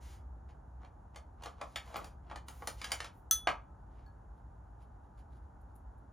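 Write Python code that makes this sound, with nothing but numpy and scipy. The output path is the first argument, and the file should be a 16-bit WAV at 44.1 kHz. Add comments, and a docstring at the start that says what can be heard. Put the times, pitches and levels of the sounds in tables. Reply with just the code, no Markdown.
"""Metal-tipped chopsticks, gathered from a wooden tray at a quiet dining table. They slide and knock on
the wood, setting sticks and tray ringing; the tips tick together and clink on a tea bowl. They are stood
on the tray to even their tips, graze a sauce bowl, then pick softly at fried food on paper.
A small furnished room with a low ventilation rumble, heard from close by on a pair of microphone ports."""
import sys
import numpy as np
from scipy import signal
from scipy.fft import rfft, irfft, next_fast_len
from scipy.io import wavfile
from scipy.ndimage import map_coordinates

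SR = 44100
rng = np.random.default_rng(int(sys.argv[2]) if len(sys.argv) > 2 else 0)


def persist_wave(psi):
    """Save psi, clipped to +-1, as 16-bit WAV."""
    counts = np.round(np.clip(psi, -1, 1) * 32767).astype(np.int16)
    wavfile.write(sys.argv[1], SR, np.atleast_2d(counts).T)


N = 270219
T = np.arange(N) / SR
BLOW_T = T[:SR // 2]  # time axis of one blow

# colour of a contact on wood: freq_hz, gain_db
WOOD_CONTACT = [(80, -7.5), (200, 3.5), (400, 4.5), (750, 14.5), (1150, 13.5), (1600, 5), (2300, 5),
                (3300, 5.5), (5000, 3.5), (6800, 5), (8200, 9), (9500, 6.5), (12000, -7), (14000, -4.5),
                (16000, -3.5)]


def undb(db):
    """Decibels to gain."""
    return np.exp(np.log(10) / 20 * np.asarray(db))


def unit(x):
    """Scale to rms 1."""
    return x / np.sqrt(np.mean(x ** 2))


def add(out, start_s, x):
    """Mix x into out from start_s on."""
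    i = int(start_s * SR)
    out[i:i + len(x)] += x[:N - i]


def colour(x, points):
    """Causal filter through (freq_hz, gain_db) points, built from the cepstrum of its gain."""
    size = next_fast_len(x.shape[-1] + 2048, True)
    hz, db = np.transpose(points)
    gain = undb(np.interp(np.log(np.fft.rfftfreq(size, 1 / SR) + 1), np.log(hz), db))
    cepstrum = irfft(np.log(gain), size)
    cepstrum[1:size // 2] *= 2
    cepstrum[size // 2:] = 0
    return irfft(rfft(x, size) * np.exp(rfft(cepstrum, size)), size)[..., :x.shape[-1]]


def wander(rate_hz):
    """Random levels, rate_hz of them a second, joined smoothly; spread near 1."""
    return map_coordinates(rng.standard_normal(256), [T * rate_hz], order=3, mode="wrap")


def ventilation(rumble_db=-52, air_db=-66, surge_db=.8):
    """A rumble that swells and sinks at random, nearly alike at both ports, and a diffuse rush of air."""
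    # colours of the rumble and of the rush: freq_hz, gain_db
    rumble = [(15, -40), (30, -25.5), (48, -0.5), (64, 4.5), (80, -5), (110, -8), (150, -15.5),
              (220, -19.5), (300, -21.5), (450, -29), (900, -74.5)]
    air = [(200, -20), (450, -3), (620, 0.5), (860, 6.5), (1100, -2), (1500, -4.5), (1850, -16),
           (2300, -27), (5000, -33.5), (7500, -27), (10300, -32.5), (12000, -43), (16000, -45)]
    # stereo width: freq_hz, side_db
    width = [(60, -26.0), (130, -13.5), (300, -10.5), (800, 0.5), (1400, -6.0), (2200, -18.5)]
    out = 0
    for spectrum, db in (rumble, rumble_db + surge_db * wander(rate_hz=1.4)), (air, air_db):
        mid, side = unit(colour(rng.standard_normal((2, N)), spectrum))
        side = colour(side, width)
        out = out + undb(db) * np.array([mid + side, mid - side])
    return out


def grains(spread_db):
    """Friction as dense tiny clicks of uneven size, 32 samples each."""
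    size = np.minimum(rng.exponential(size=N // 32 + 1), 4)
    return unit(rng.standard_normal(N) * undb(spread_db * np.repeat(size, 32)[:N]))


def sliding(slide_db=-4.5, attack_s=0.026, release_t60=0.2):
    """Hand and chopsticks hiss over the wood grain in strokes, brighter where the tips drag."""
    # strokes over the tray: start_s, length_s, level_db, treble_db
    strokes = [(0, 0.14, -59.5, -10.5), (1.416, 0.085, -68, -14), (1.62, .21, -67, -13),
               (1.835, .24, -63, -10), (2.459, .29, -64, -1.5), (2.768, 0.23, -55.5, -20),
               (3.12, 0.066, -86, 11.5)]
    # colour of rubbed wood: freq_hz, gain_db
    rub = [(300, -13.5), (1200, 4), (2800, 2), (5200, 0), (6800, 3.5), (9500, 6), (12000, -1.5),
           (15000, 3.5), (16000, -3.5)]
    hiss = colour(grains(spread_db=1.5), rub)
    low = signal.sosfiltfilt(signal.butter(2, 8000, fs=SR, output="sos"), hiss)
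    out = np.zeros(N)
    for start_s, length_s, db, treble_db in strokes:
        attack = np.clip((T - start_s) / attack_s, 0, 1)
        release = undb(-60 * np.maximum(T - start_s - length_s, 0) / release_t60)
        out += undb(db) * attack * release * (low + undb(treble_db) * (hiss - low))
    return undb(slide_db) * out


def swell(noise, peak_s, sigma_s):
    """A bell-shaped stretch of noise around peak_s: its start time and its samples."""
    inside = (T > peak_s - 3 * sigma_s) & (T < peak_s + 3 * sigma_s + .02)
    bell = np.exp(-.5 * ((T[inside] - peak_s) / sigma_s) ** 2)
    return T[inside][0], noise[inside] * bell


def touch(x, db, contact_ms, body_db=0):
    """Treble falls 12 dB an octave above 1 / contact time; the tray's body lifts or cuts the lows."""
    hz = np.geomspace(400, 11500, 14)
    rolloff_db = -20 * np.log10(1 + (hz * contact_ms / 1000) ** 2)
    low_shelf = np.interp(np.log(hz), np.log([800, 2100]), [1, 0])
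    return colour(x, np.column_stack([hz, db + rolloff_db + body_db * low_shelf]))


def brushing(brush_db=-4):
    """Fingers brush the tray and roll the sticks: short, dull swells of friction."""
    # finger brushes: peak_s, sigma_s, level_db, contact_ms
    brushes = [(0.497, .008, -59, 0.31), (0.832, 0.016, -54.5, 0.74), (1.148, .007, -60, 0.37),
               (1.45, 0.032, -52, 0.49), (1.61, 0.022, -51.5, 0.47), (1.945, 0.052, -49, 0.41),
               (2.008, 0.024, -45.5, 1), (2.32, 0.044, -59, 0.42), (2.627, 0.0094, -43.5, 1),
               (2.87, 0.021, -49.5, 0.61), (3.052, 0.012, -51, 0.14), (3.987, 0.048, -68.5, 0.33)]
    out, friction = np.zeros(N), grains(spread_db=4.5)
    for peak_s, sigma_s, db, contact_ms in brushes:
        start_s, brush = swell(friction, peak_s, sigma_s)
        add(out, start_s, touch(brush, db, contact_ms))
    return undb(brush_db) * colour(out, WOOD_CONTACT)


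def fade(t60):
    """Exponential decay over one blow, 60 dB down after t60 seconds."""
    return undb(-60 * BLOW_T / t60)


def rise(rise_s):
    """Smooth onset of one blow, from 0 to 1."""
    return 1 - np.exp(-(BLOW_T / rise_s) ** 2)


def burst(t60, rise_s):
    """A swelling, then decaying burst of noise with energy 1."""
    x = rng.standard_normal(len(BLOW_T)) * fade(t60) * rise(rise_s)
    return x / np.linalg.norm(x)


def ring(modes):
    """Decaying modes, all struck at once."""
    return sum(undb(db) * fade(t60) * np.sin(2 * np.pi * hz * BLOW_T) for hz, db, t60 in modes)


def strike(modes, scatter_db, detune):
    """Where a blow lands and how the fingers hold change each mode's share, sign and pitch."""
    chance = rng.uniform(-1.2, 1, (len(modes), 3))
    return sum(np.sign(sign) * ring([(hz * (1 + detune * shift), db + scatter_db * share, t60)])
               for (hz, db, t60), (share, shift, sign) in zip(modes, chance))


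def knocks(crack_db=25.5, stick_db=-2, crack_t60=0.019, grip_t60=0.37, tray_hold_t60=0.21):
    """Each knock is a crack of wood that sets stick and tray ringing; fingers and resting tips damp them."""
    # chopsticks landing on the tray: start_s, level_db, contact_ms, body_db
    blows = [(.846, -54.5, 0.45, -5.5), (1.158, -53.5, 0.092, 5.5), (1.421, -59, 0.13, 5.5),
             (1.434, -50, 0.11, -5.5), (1.457, -46, 0.2, 0.5), (1.612, -42, 0.29, 1.5),
             (1.758, -28, 0.37, -14), (1.941, -49, 0.21, 3.5), (1.957, -37, 0.42, -3),
             (1.964, -52.5, 0.044, 4.5), (2.042, -54.5, 0.055, 0.5), (2.297, -54, 0.36, 0.5),
             (2.311, -44, 0.59, -3.5), (2.318, -41.5, 0.77, -9), (2.357, -48, 0.18, -2),
             (2.482, -51.5, 0.016, -1), (2.62, -53, 0.38, 9.5), (2.672, -40, 0.019, -1),
             (2.814, -43, 0.16, -8.5), (2.842, -38, 0.14, -13.5), (2.904, -54, 0.12, 4),
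             (2.917, -35.5, 0.035, -7), (3.002, -37.5, 0.21, -11.5), (3.043, -42.5, 0.23, -11.5),
             (3.471, -21, 0.52, -6.5), (3.487, -32, 0.46, -2.5)]
    # modes of a held chopstick and of the tray, before the extra damping: pitch_hz, level_db, t60_s
    stick_modes = [(1269, -3, 0.11), (1746, -0.5, 0.054), (2280, -1, 0.047), (3109, -0.5, 0.041),
                   (4597, 5.5, 0.035), (6440, -12, 0.021)]
    tray_modes = [(303, -20, .2), (537, -10, .19), (672, -12, .21), (713, -12, .26), (777, -10, .17),
                  (833, 0, .13), (897, -9, .17), (984, -10, .17), (1092, -11, .15), (1157, -14, .18),
                  (1300, -15, .15), (1427, -11, .13), (1499, -13, .14), (1660, -12, .12), (1905, -11, .12),
                  (2089, -9, .11), (2340, -13, .1)]
    shortest_push_s, softness = 0.0017, .15
    hardest_db = max(blow[1] for blow in blows)
    cracks, sticks, tray = np.zeros((3, N))
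    for start_s, db, contact_ms, body_db in blows:
        push_s = shortest_push_s * undb(softness * (hardest_db - db))  # a gentler blow pushes for longer
        stick = strike(stick_modes, scatter_db=6, detune=0.073)
        stick = touch(stick, db + stick_db, contact_ms, body_db)
        body = undb(db + body_db) * strike(tray_modes, scatter_db=-1.5, detune=0)
        add(cracks, start_s, touch(burst(crack_t60, push_s), db, contact_ms, body_db))
        add(sticks, start_s, rise(push_s) * fade(grip_t60) * stick)
        add(tray, start_s, rise(push_s) * fade(tray_hold_t60) * body)
    return undb(crack_db) * colour(cracks, WOOD_CONTACT), sticks, tray


def tip_taps(tick_db=22):
    """Metal tip on metal tip: a thin, very high tick."""
    # the tips meet: start_s, level_db
    taps = [(1.759, -41), (1.964, -38), (2.672, -43), (2.917, -34)]
    # colour of the tick: freq_hz, gain_db
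    metal = [(6000, -36), (11500, -20), (13200, -6.5), (14200, 0), (15500, -16.5)]
    out = np.zeros(N)
    for start_s, db in taps:
        add(out, start_s, undb(db + tick_db) * burst(t60=.06, rise_s=.0005))
    return colour(out, metal)


def bowl_clinks(click_db=22):
    """The tips clip the tea bowl and later graze the sauce bowl: a click, then the china rings."""
    # modes of the tea bowl, with close twins that beat, and the sauce bowl: pitch_hz, level_db, t60_s
    tea_bowl = [(1303, -14, .09), (1297, -37, 1), (1302, -37, 1), (3402, -10, .33), (3418, -20, .2),
                (6125, -7, .14), (6163, -7.5, .26), (6167, -7.5, .26), (6447, -17, .16), (6564, -17, .14),
                (6642, -20, .13), (7036, -21, .14), (9418, -16, .22), (9534, -16, .2), (13285, -15, .12),
                (14050, -6, .04)]
    sauce_bowl = [(1673, 9.5, 0.26), (4390, 3, 0.16), (4440, 1, 0.1), (12070, -18.5, .15)]
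    # colour of metal on china: freq_hz, gain_db
    china = [(300, -24.5), (1300, -7.5), (2200, -18.5), (3400, -4), (5200, -4.5), (6400, 3), (7200, 1.5),
             (8100, 10.5), (9600, 2), (11500, -9), (12700, -10), (13900, 7), (15500, -6)]
    onset = 1 - np.exp(-BLOW_T / 0.00058)
    clicks, tones = np.zeros((2, N))
    for start_s, db, modes in (3.3108, -22, tea_bowl), (4.063, -75, sauce_bowl):
        add(clicks, start_s, undb(db + click_db) * colour(burst(t60=.01, rise_s=0.00014), china))
        add(tones, start_s, undb(db) * ring(modes) * onset)
    return clicks, tones


def food_crackle(crackle_db=-1):
    """Crisp batter and paper give way under the tips in little clusters of grains."""
    # pinches of fried food and thin, bright ticks of paper: peak_s, level_db
    pinches = [(4.379, -80), (4.824, -69), (5.05, -80), (5.195, -66), (5.325, -75), (5.365, -73),
               (5.44, -82), (5.705, -82)]
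    paper_ticks = [(5.615, -89), (5.76, -76.5), (5.985, -90)]
    # colour of the crackle: freq_hz, gain_db
    crust = [(600, -7), (2000, 0), (3600, -1.5), (6000, -7.5), (10000, -1.5), (12500, -16), (14500, -10),
             (16000, -17)]
    out, crisp = np.zeros(N), grains(spread_db=3.5)
    for events, sigma_s, treble_db in (pinches, 0.016, -3), (paper_ticks, 0.0056, 20.5):
        for peak_s, db in events:
            start_s, cluster = swell(crisp, peak_s, sigma_s)
            add(out, start_s, colour(cluster, [(5000, db), (10000, db + treble_db)]))
    return undb(crackle_db) * colour(out, crust)


def room(x, wet_db, low_t60=0.24, high_t60=0.16):
    """Direct sound plus a small furnished room; the tail is wider and longer in the lows."""
    noise = rng.standard_normal((2, len(BLOW_T)))
    low = signal.sosfiltfilt(signal.butter(2, 2500, fs=SR, output="sos"), noise)
    tail = (low * fade(low_t60) + (noise - low) * fade(high_t60)) * rise(0.005)
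    mid, side = undb(wet_db) * tail / np.linalg.norm(tail[0])
    side = colour(side, [(600, -2.0), (1500, -8), (3000, -26.5), (8000, -21.0)])
    return x + signal.fftconvolve(x[None], np.array([mid + side, mid - side]))[:, :N]


def microphone_ports(x):
    """Sound reaches the two ports with a phase difference that depends on pitch."""
    # phase by which the left port leads: freq_hz, lead_rad
    left_lead = [(0, 0), (1100, -.3), (2000, 0), (3300, .62), (4300, .53), (5500, 0), (6400, .03),
                 (7000, .6), (7900, 2.9), (8300, 3.14), (8750, 2.8), (9300, 1.5), (11300, 0), (12700, -.1),
                 (15500, -2.2)]
    size = next_fast_len(N)
    lead = np.interp(np.fft.rfftfreq(size, 1 / SR), *np.transpose(left_lead))
    return irfft(rfft(x, size) * np.exp(.5j * np.array([lead, -lead])), size)[:, :N]


def scene():
    """The table from close by: each sound with its own share of the room, over the ventilation."""
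    cracks, sticks, tray = knocks()
    clicks, bowl_tones = bowl_clinks()
    mix = room(cracks + sliding() + brushing(), wet_db=-2)
    mix += room(sticks + food_crackle() + tip_taps(), wet_db=-6.5)
    mix += room(clicks, wet_db=-1)
    mix += room(bowl_tones + tray, wet_db=-12.5)
    return microphone_ports(mix + ventilation())


def record(dry, top_hz=15900):
    """The recorder cuts the top steeply."""
    return signal.sosfilt(signal.ellip(8, .2, 70, top_hz, fs=SR, output="sos"), dry)


dry = scene()
out = record(dry)
persist_wave(out)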